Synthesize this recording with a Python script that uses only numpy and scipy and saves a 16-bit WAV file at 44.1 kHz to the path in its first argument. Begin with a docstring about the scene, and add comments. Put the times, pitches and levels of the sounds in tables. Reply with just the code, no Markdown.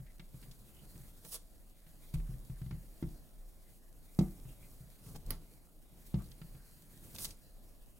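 """A wooden table in a small room, close to a small stereo microphone. Apples are drawn from a cloth hat
and set down one by one. Each thuds, bounces and rocks, making the board ring and the table sway, while
its skin ticks and squeaks against wood and fingers. A furry sleeve brushes in and out of the hat, which
flops with a puff of air and snaps its brim once. Faint ventilation, rustling and hiss lie behind."""
import sys
import numpy as np
from scipy import signal
from scipy.fft import rfft, irfft, next_fast_len
from scipy.io import wavfile
from scipy.ndimage import uniform_filter1d

SR = 44100
rng = np.random.default_rng(int(sys.argv[2]) if len(sys.argv) > 2 else 0)


def wrap_up_sound(samples):
    """Save the sound to the file named by the first command line argument, as 16-bit audio."""
    columns = np.atleast_2d(samples).T
    # keep every value between -1 and 1, then stretch to whole-number steps
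    tamed = np.clip(columns, -1, 1)
    steps = np.round(tamed * 32767).astype(np.int16)
    wavfile.write(sys.argv[1], SR, steps)


N = 352467
TIME = np.arange(N) / SR
ONE_SECOND = TIME[:SR]

# How strong each sound is from bass to treble: f/Hz, level/dB
VENT_TONE = [(20, 3), (30, 10), (42, -6.5), (60, -10), (90, -19.5), (130, -24), (180, -20.5), (280, -19.5),
             (420, -25), (650, -23.5), (1000, -37), (2000, -48)]
RUMBLE_TONE = [(40, -2.5), (90, 1.5), (140, 1), (190, -2), (280, -7.5), (500, -16.5), (1000, -26.5),
               (2000, -36.5)]
RUSTLE_TONE = [(400, -20), (1000, 2.5), (1800, 2), (3000, -1.5), (4500, 1), (6500, -6.5), (10000, -23)]
HISS_TONE = [(2000, -30), (4500, -13), (6500, -2.5), (8200, 0.5), (11000, 3), (13500, 2), (15500, 0)]
CLOTH_TONE = [(150, -10.5), (500, 2), (1100, -2), (2100, -11.5), (3200, -5), (4400, -5), (5700, 0.5),
              (6800, -3), (9800, 3.5), (12500, -0.5), (15500, -5)]
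SNAP_TONE = [(300, -7), (1300, -12), (1700, -13), (2100, 5), (2550, -26), (3000, 1), (3600, -17),
             (4300, -5), (7500, -28), (9200, -13), (10300, 2.5), (12000, -3), (13000, -4), (14300, 2),
             (15500, -4)]
CRUMPLE_TONE = [(300, 11), (1200, 5), (2800, -7), (4200, 0), (5500, -1.5), (8000, -10), (11500, -1),
                (15500, -11)]
ECHO_TONE = [(60, 3.5), (150, -5), (400, 0), (1200, -0.5), (4000, -4.5), (8000, -3.5), (15000, -17.5)]
# Stereo width, or how much left and right differ against what they share: f/Hz, level/dB
BACKGROUND_WIDTH = [(25, -33.5), (60, 2.5), (110, 14.5), (200, -3.5), (380, -7.5), (700, -8.5), (1300, -3),
                    (2400, -1.5), (4400, 2), (8100, -27), (15000, -11)]
SOURCE_WIDTH = [(60, -7), (180, -14.5), (400, -20), (1200, -7.5), (2400, -4.5), (4400, 4.5), (8100, -17),
                (15000, -15)]
BOARD_WIDTH = [(38, -29), (70, -7), (150, -46), (230, -12), (330, -17), (700, -10), (1500, -3)]
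# Left minus right for sounds near the hat: f/Hz, level/dB
HAT_BALANCE = [(1000, 1.5), (5000, -0.5), (9000, 0), (12000, -5), (15000, -11)]
# An arm feels about in the hat: start/s, end/s, effort/dB
SEARCHES = [(0.302, 1.356, 0), (1.864, 3.246, -.5), (4.2, 5.2, -2.5), (5.946, 7.305, 0)]
# Single sweeps of an arm: t/s, half length/s, fur swish/dB, table rumble/dB
ARM_SWEEPS = [(0.447, 0.021, -67, -66), (0.994, 0.1, -64, -61.5), (2.488, 0.019, -67.5, -64),
              (3.733, .04, -66.5, -81), (4.24, 0.098, -63, -75), (4.496, 0.032, -64, -53),
              (4.69, 0.082, -65.5, -61), (5.107, 0.05, -62.5, -56), (5.322, 0.051, -76, -51.5),
              (5.53, 0.028, -67, -62), (6.07, 0.018, -68, -82), (6.21, 0.031, -69, -52.5),
              (7.134, 0.1, -60, -55.5), (7.27, 0.057, -70, -57.5)]
# The notes the tabletop rings at: f/Hz, level/dB, t60/s (the time to fade by 60 dB)
BOARD_NOTES = [(62.4, 10.5, 0.18), (72, 1.5, .3), (133.5, 10, 0.11), (157.7, 9.5, 0.2), (190.4, 1, 0.16),
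               (258, -6, 0.097), (304, -1.5, 0.19), (335.3, 9.5, 0.11), (416, -10, 0.5), (569, 4, 0.1),
               (691, 4, 0.18), (756, 7.5, 0.05), (886, 14, 0.15), (1170, 9, 0.091), (1262, 9.5, 0.079),
               (2080, 15, 0.041)]
# An apple lands and bounces once: t/s, peak/dB, pitch/Hz, hardness/dB, sway against thud/dB,
# bounce delay/s, bounce against landing/dB, bounce pitch/Hz, skin tick/dB, skin tick/Hz
LANDINGS = [(2.1402, -27, 135.4, -10, -7, 0.013, -4, 141, -43.5, 1730),
            (3.0257, -28, 281, -24, -20.5, 0.012, -3.5, 162, -47.5, 895),
            (4.1895, -15.5, 183.6, 9, -27, .0209, -10, 264, -36, 4540),
            (6.142, -22.5, 175, 2, -24, 0.014, -8, 144, -44.5, 2840)]
# An apple bounces again or rocks, or a hand knocks on the board: t/s, peak/dB, hardness/dB
NUDGES = [(0.001, -40, -3), (0.196, -46, 16.5), (0.343, -42, -3), (0.482, -46.5, -12), (0.957, -46, 5.5),
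          (1.002, -45, -6), (1.249, -51, 14), (1.866, -55, 12), (2.199, -46, 9), (2.291, -34.5, -13),
          (2.338, -39.5, -4.5), (2.4984, -33.5, -9), (2.616, -33, -4.5), (2.663, -35.5, -5.5),
          (2.7098, -38.5, 11), (2.725, -34, -7), (2.752, -36.5, -18), (3.052, -43.5, -11),
          (4.453, -41.5, -3), (4.806, -43, -12), (5.064, -45, 4), (5.154, -43, 5.5), (5.322, -43.5, 7),
          (6.187, -44.5, 0), (6.4158, -41, 10), (6.549, -44, 1.5), (7.196, -47, 1)]
# Nails and seams catch, and a tick may sound again a few milliseconds later: t/s, peak/dB, f/Hz, t60/s
NAIL_TICKS = [(0.427, -53, 2300, 0.065), (0.5124, -48.5, 5100, 0.038), (1.2472, -43.5, 9700, 0.06),
              (2.139, -45, 10100, 0.059), (5.1587, -44.5, 8200, 0.047), (5.2638, -47, 12100, 0.016),
              (6.0646, -48, 13000, 0.066), (6.3168, -45.5, 4400, 0.016), (6.821, -50.5, 10900, 0.023),
              (7.161, -37.5, 5900, 0.0122), (7.185, -35, 4520, 0.014), (7.246, -26, 7940, 0.0085),
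              (7.251, -26.5, 6100, .022), (7.3068, -41.5, 6030, 0.028)]
# Apple skin rubs on varnish and fingers: t/s, level/dB, half length/s, f/Hz
SKIN_RUBS = [(0.079, -73.5, 0.036, 2000), (0.789, -74.5, .05, 3000), (2.274, -72, 0.014, 1710),
             (2.563, -77.5, 0.037, 1660), (3.691, -80, 0.054, 2000), (4.488, -73.5, 0.033, 2700),
             (6.206, -67.5, .025, 1230), (4.639, -73.5, 0.032, 2330), (6.252, -71, 0.017, 4350),
             (6.611, -77, .06, 1560)]
# The sleeve brushes the hat: t/s, level/dB, rise/s, fall/s, treble tilt/(dB per octave)
SLEEVE_BRUSHES = [(1.265, -54, 0.024, 0.0073, -4.5), (1.311, -54.5, 0.065, 0.023, 4),
                  (1.329, -43, 0.012, 0.027, 2), (1.352, -46, 0.017, 0.017, 0.5),
                  (5.075, -64, 0.049, 0.026, -1), (5.158, -43, 0.01, 0.0097, -5.5),
                  (7.153, -48.5, 0.0062, 0.0038, -0.5), (7.200, -47, 0.017, 0.04, 2),
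                  (7.232, -44, 0.021, 0.019, 2.5), (7.251, -44.5, 0.014, 0.013, 1.5),
                  (7.285, -60, 0.016, 0.044, -0.5)]


def undb(db):
    """Turn decibels into a gain to multiply by."""
    return 10 ** (np.asarray(db) / 20)


def unit(x):
    """Scale to an average (rms) level of 1."""
    return x / np.sqrt(np.mean(x ** 2))


def shape(x, gain):
    """Filter a sound: gain(f) says how much of each frequency to keep."""
    n = next_fast_len(x.shape[-1] + 4096)
    f = np.maximum(np.fft.rfftfreq(n, 1 / SR), 1)
    return irfft(rfft(x, n) * gain(f), n)[..., :x.shape[-1]]


def curve(table):
    """Join rows of f/Hz, level/dB into a gain for every frequency."""
    hz, db = np.transpose(table)
    return lambda f: undb(np.interp(np.log(f), np.log(hz), db))


def band(f, hz, sharpness):
    """A gain that favours frequencies near hz."""
    return 1 / np.hypot(1, sharpness * (f / hz - hz / f))


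def noise(size, gain, width=SOURCE_WIDTH):
    """Filtered stereo noise at level 1: mid is shared, side makes left and right differ."""
    mid, side = shape(rng.standard_normal((2, size)), gain)
    side = shape(side, curve(width))
    return unit(np.array([mid + side, mid - side]))


def fade(t60):
    """One second of dying away, by 60 dB every t60 seconds."""
    return np.exp(-np.log(1000) * ONE_SECOND / t60)


def wander(rate):
    """Glide between random values of about -1 to 1, rate times a second."""
    step = max(int(SR / rate), 1)
    return uniform_filter1d(np.repeat(rng.standard_normal(N // step + 1), step)[:N], step)


def add(out, s, sound):
    """Mix a sound in at s seconds."""
    i = max(int(s * SR), 0)
    out[..., i:i + sound.shape[-1]] += sound[..., :N - i]


def delay(x, s):
    """The same sound s seconds later."""
    return shape(x, lambda f: np.exp(-2j * np.pi * f * s))


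def arm_gains(rise_s=0.13, fall_s=.2):
    """Rumble, rustle and hiss stay up while an arm searches and swell as it sweeps."""
    search = sum(undb(db) * np.clip(np.minimum((TIME - start) / rise_s, (end - TIME) / fall_s) + .5, 0, 1)
                 for start, end, db in SEARCHES)
    swish, drag = np.zeros((2, N))
    for s, half, swish_db, rumble_db in ARM_SWEEPS:
        swell = 1 / (1 + ((TIME - s) / half) ** 4) ** .5
        swish = np.hypot(swish, undb(swish_db) * swell)
        drag = np.hypot(drag, undb(rumble_db) * swell)

    def combine(sweep, rest_db, search_db):
        return np.sqrt(undb(rest_db) ** 2 + (undb(search_db) * search) ** 2 + sweep ** 2)
    rumble = combine(drag, rest_db=-69.5, search_db=-64.5)
    rustle = combine(undb(-13) * swish, rest_db=-77, search_db=-75.5)
    hiss = combine(swish, rest_db=-69.5, search_db=-68.5)
    return rumble, rustle, hiss


def ventilation(db=-54.5, drift_db=1.87, drift_hz=3.6):
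    """Ventilation drones low, its level drifting a little."""
    return undb(db + drift_db * wander(drift_hz)) * noise(N, curve(VENT_TONE), BACKGROUND_WIDTH)


def cloth_rustle(flare_db=3, flare_hz=14):
    """Folds rub and let go, so each band of the rustle flares up on its own."""
    n = next_fast_len(N)
    spectrum = rfft(noise(N, curve(RUSTLE_TONE), BACKGROUND_WIDTH), n)
    f = np.fft.rfftfreq(n, 1 / SR)
    edges_hz = np.geomspace(500, 10000, 14)
    parts = (irfft(spectrum * ((f >= low) & (f < high)), n)[:, :N]
             for low, high in zip(edges_hz, edges_hz[1:]))
    return unit(sum(part * undb(flare_db * wander(flare_hz)) for part in parts))


def fibre_crackle(per_second=40, spread_db=4, t60=.008):
    """Single fibres and seams let go in scattered tiny clicks."""
    chance, size = rng.random(N), rng.exponential(size=N)
    energy = (chance < per_second / SR) * undb(2 * spread_db * np.minimum(size, 3))
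    loudness = np.sqrt(np.abs(signal.fftconvolve(energy, fade(t60) ** 2)[:N]))
    return unit(loudness * noise(N, curve(CLOTH_TONE)))


def background(bump_db=3, crinkle_db=1.4, shimmer_db=1.5, crackle_db=-13):
    """Over the ventilation, arms bump the table, cloth rustles and a fine hiss swells and sinks."""
    rumble_gain, rustle_gain, hiss_gain = arm_gains()
    crinkle = wander(60)
    vent = ventilation()
    rumble = rumble_gain * undb(bump_db * wander(22)) * noise(N, curve(RUMBLE_TONE))
    rustle = rustle_gain * undb(crinkle_db * crinkle) * cloth_rustle()
    hiss = undb(shimmer_db * crinkle) * noise(N, curve(HISS_TONE), BACKGROUND_WIDTH)
    return vent + rumble + rustle + hiss_gain * (hiss + undb(crackle_db) * fibre_crackle())


def contacts(nudge_hz=133.4, nudge_sway_db=-12.5, stiffen_hz_per_db=2.5, skin_db=-16.5, skin_hz=1570):
    """List every touch on the wood: t/s, peak/dB, pitch/Hz, hardness/dB, sway gain, tick/dB, tick/Hz."""
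    rows = []
    for s, db, hz, hard_db, sway_db, after_s, bounce_db, bounce_hz, tick_db, tick_hz in LANDINGS:
        rows.append((s, db, hz, hard_db, undb(sway_db), tick_db, tick_hz))
        # the bounce is a little harder, with a weaker tick and no sway
        rows.append((s + after_s, db + bounce_db, bounce_hz, hard_db + 1.5, 0,
                     tick_db + bounce_db - 5.5, tick_hz))
    for s, db, hard_db in NUDGES:
        hz = nudge_hz + stiffen_hz_per_db * max(hard_db, 0)  # a hard touch springs back faster
        rows.append((s, db, hz, hard_db, undb(nudge_sway_db), db + hard_db + skin_db, skin_hz))
    return rows


def apple_thuds(damping=0.27, direct_db=-1, hard_hz=300, bass_cut_hz=42, sway_hz=38.26, widen_s=0.00298):
    """Each apple springs on its flesh, rings the board and sways the table on its legs."""
    board = np.zeros(SR)
    for hz, db, t60 in BOARD_NOTES:
        strength = undb(db) * 2 * np.log(1000) / (t60 * SR)  # gives a gain of db at this note
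        board += strength * fade(t60) * np.cos(2 * np.pi * hz * ONE_SECOND)
    board[0] += undb(direct_db)  # the push itself, with no ringing
    sway = np.sin(2 * np.pi * sway_hz * ONE_SECOND) * fade(t60=.72)
    out = np.zeros(N)
    for s, db, hz, hard_db, sway_gain, _, _ in contacts():
        def push(f):
            spring = 1 / (1 - (f / hz) ** 2 + 1j * damping * f / hz)
            hardness = (1 + 1j * undb(hard_db) * f / hard_hz) / (1 + 1j * f / hard_hz)
            bass_cut = 1j * f / (bass_cut_hz + 1j * f)  # the board is too small to give off deep bass
            return spring * hardness * bass_cut
        thud = shape(board, push)
        add(out, s, undb(db) * (thud / np.abs(thud).max() + sway_gain * sway))
    # a slightly later reflection makes left and right differ, widening the thud
    side = shape(delay(out, widen_s), curve(BOARD_WIDTH))
    return np.array([out + side, out - side])


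def ticks(sharpness=0.88, rise_share=.06, skin_t60=0.0303, soften_ratio=2.4):
    """Something meets apple skin or cloth in a short burst; longer ticks also start more softly."""
    out = np.zeros((2, N))
    skin_ticks = [(s, db, hz, skin_t60) for s, *_, db, hz in contacts()]
    for s, db, hz, t60 in skin_ticks + NAIL_TICKS:
        # the soft touch dulls the treble above the tick's pitch
        burst = noise(SR // 4, lambda f: band(f, hz, sharpness) / np.hypot(1, f / (soften_ratio * hz)))
        rise_s = rise_share * t60
        burst *= (fade(t60) * (1 - np.exp(-ONE_SECOND / rise_s)))[:SR // 4]
        add(out, s - rise_s / 2, undb(db) * burst / np.abs(burst).max())
    return out


def skin_squeaks(sharpness=7, slip_db=4, slip_hz=160):
    """Waxy skin sticks and slips, giving faint uneven squeaks."""
    out, t = np.zeros((2, N)), ONE_SECOND[:SR // 3]
    for s, db, half, hz in SKIN_RUBS:
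        squeak = noise(len(t), lambda f: band(f, hz, sharpness))
        swell = np.exp(-(t / half - 2) ** 2)
        add(out, s - 2 * half, undb(db) * squeak * swell)
    return out * undb(slip_db * wander(slip_hz))


def sleeve(grain_db=2.5, grain_hz=900, pivot_hz=7000):
    """Fibres catch and slip in quick grains while the cuff slides over the brim."""
    out, t = np.zeros((2, N)), ONE_SECOND[:SR // 2] - 1 / 4
    for s, db, rise, fall, tilt_db in SLEEVE_BRUSHES:
        fibres = noise(len(t), lambda f: curve(CLOTH_TONE)(f) * undb(tilt_db * np.log2(f / pivot_hz)))
        swell = np.exp(-(t / np.where(t < 0, rise, fall)) ** 2)
        add(out, s - 1 / 4, undb(db) * fibres * swell)
    return out * undb(grain_db * wander(grain_hz))


def hat_puff(start_s=5.252, hz=27, db=-35, rise_s=0.029):
    """The hat flops and draws a slow puff of air over the table."""
    out = np.zeros(N)
    swell = ONE_SECOND / rise_s * np.exp(1 - ONE_SECOND / rise_s)
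    add(out, start_s, -undb(db) * swell * np.sin(2 * np.pi * hz * ONE_SECOND))
    return out


def brim_snap(start_s=5.3056, snap_db=-25, crumple_db=-46, rise_s=0.00035):
    """The stiff brim springs back with a bright snap, and the cloth crumples briefly after it."""
    out = np.zeros((2, N))
    snap = undb(snap_db) * noise(SR, curve(SNAP_TONE)) * fade(t60=0.013)
    crumple = undb(crumple_db) * noise(SR, curve(CRUMPLE_TONE)) * fade(t60=0.15)
    onset = 1 - np.exp(-(ONE_SECOND / rise_s) ** 2)
    add(out, start_s, (snap + crumple) * onset)
    return out


def table_echo(x, delay_s=.0044, db=-8):
    """The hard tabletop reflects sound, boosting some frequencies and thinning others."""
    return x + undb(db) * delay(x, delay_s)


def room(dry, echo_db, low_t60, high_t60, split_hz=900, build_s=0.0062):
    """Room echoes build up in a few milliseconds; bass and treble each fade at their own pace."""
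    tail = noise(SR, curve(ECHO_TONE))
    low = shape(tail, lambda f: 1 / (1 + (f / split_hz) ** 2))
    echo = low * fade(low_t60) + (tail - low) * fade(high_t60)
    echo *= 1 - np.exp(-(ONE_SECOND / build_s) ** 2)
    echo /= np.sqrt(np.sum(echo ** 2) / 2)
    mono = dry.mean(axis=0, keepdims=True)
    return dry + undb(echo_db) * signal.fftconvolve(mono, echo, axes=-1)[:, :N]


def scene():
    """Thuds and handling share the room; the handling's highest treble leans to the right."""
    thuds = room(apple_thuds(), echo_db=-10, low_t60=0.28, high_t60=0.26)
    handling = table_echo(ticks() + skin_squeaks() + sleeve() + brim_snap())
    handling = room(handling, echo_db=-13.5, low_t60=0.17, high_t60=0.23)
    left = shape(handling[0], lambda f: curve(HAT_BALANCE)(f) ** .5)
    right = shape(handling[1], lambda f: curve(HAT_BALANCE)(f) ** -.5)
    return thuds + np.array([left, right]) + hat_puff() + background()


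def record(dry):
    """The microphone drops the deepest rumble and the highest treble."""
    bottom_hz, top_hz = 18, 15950
    dry = signal.sosfilt(signal.butter(2, bottom_hz, "high", fs=SR, output="sos"), dry)
    return signal.sosfilt(signal.ellip(10, .2, 70, top_hz, fs=SR, output="sos"), dry)


dry = scene()
out = record(dry)
wrap_up_sound(out)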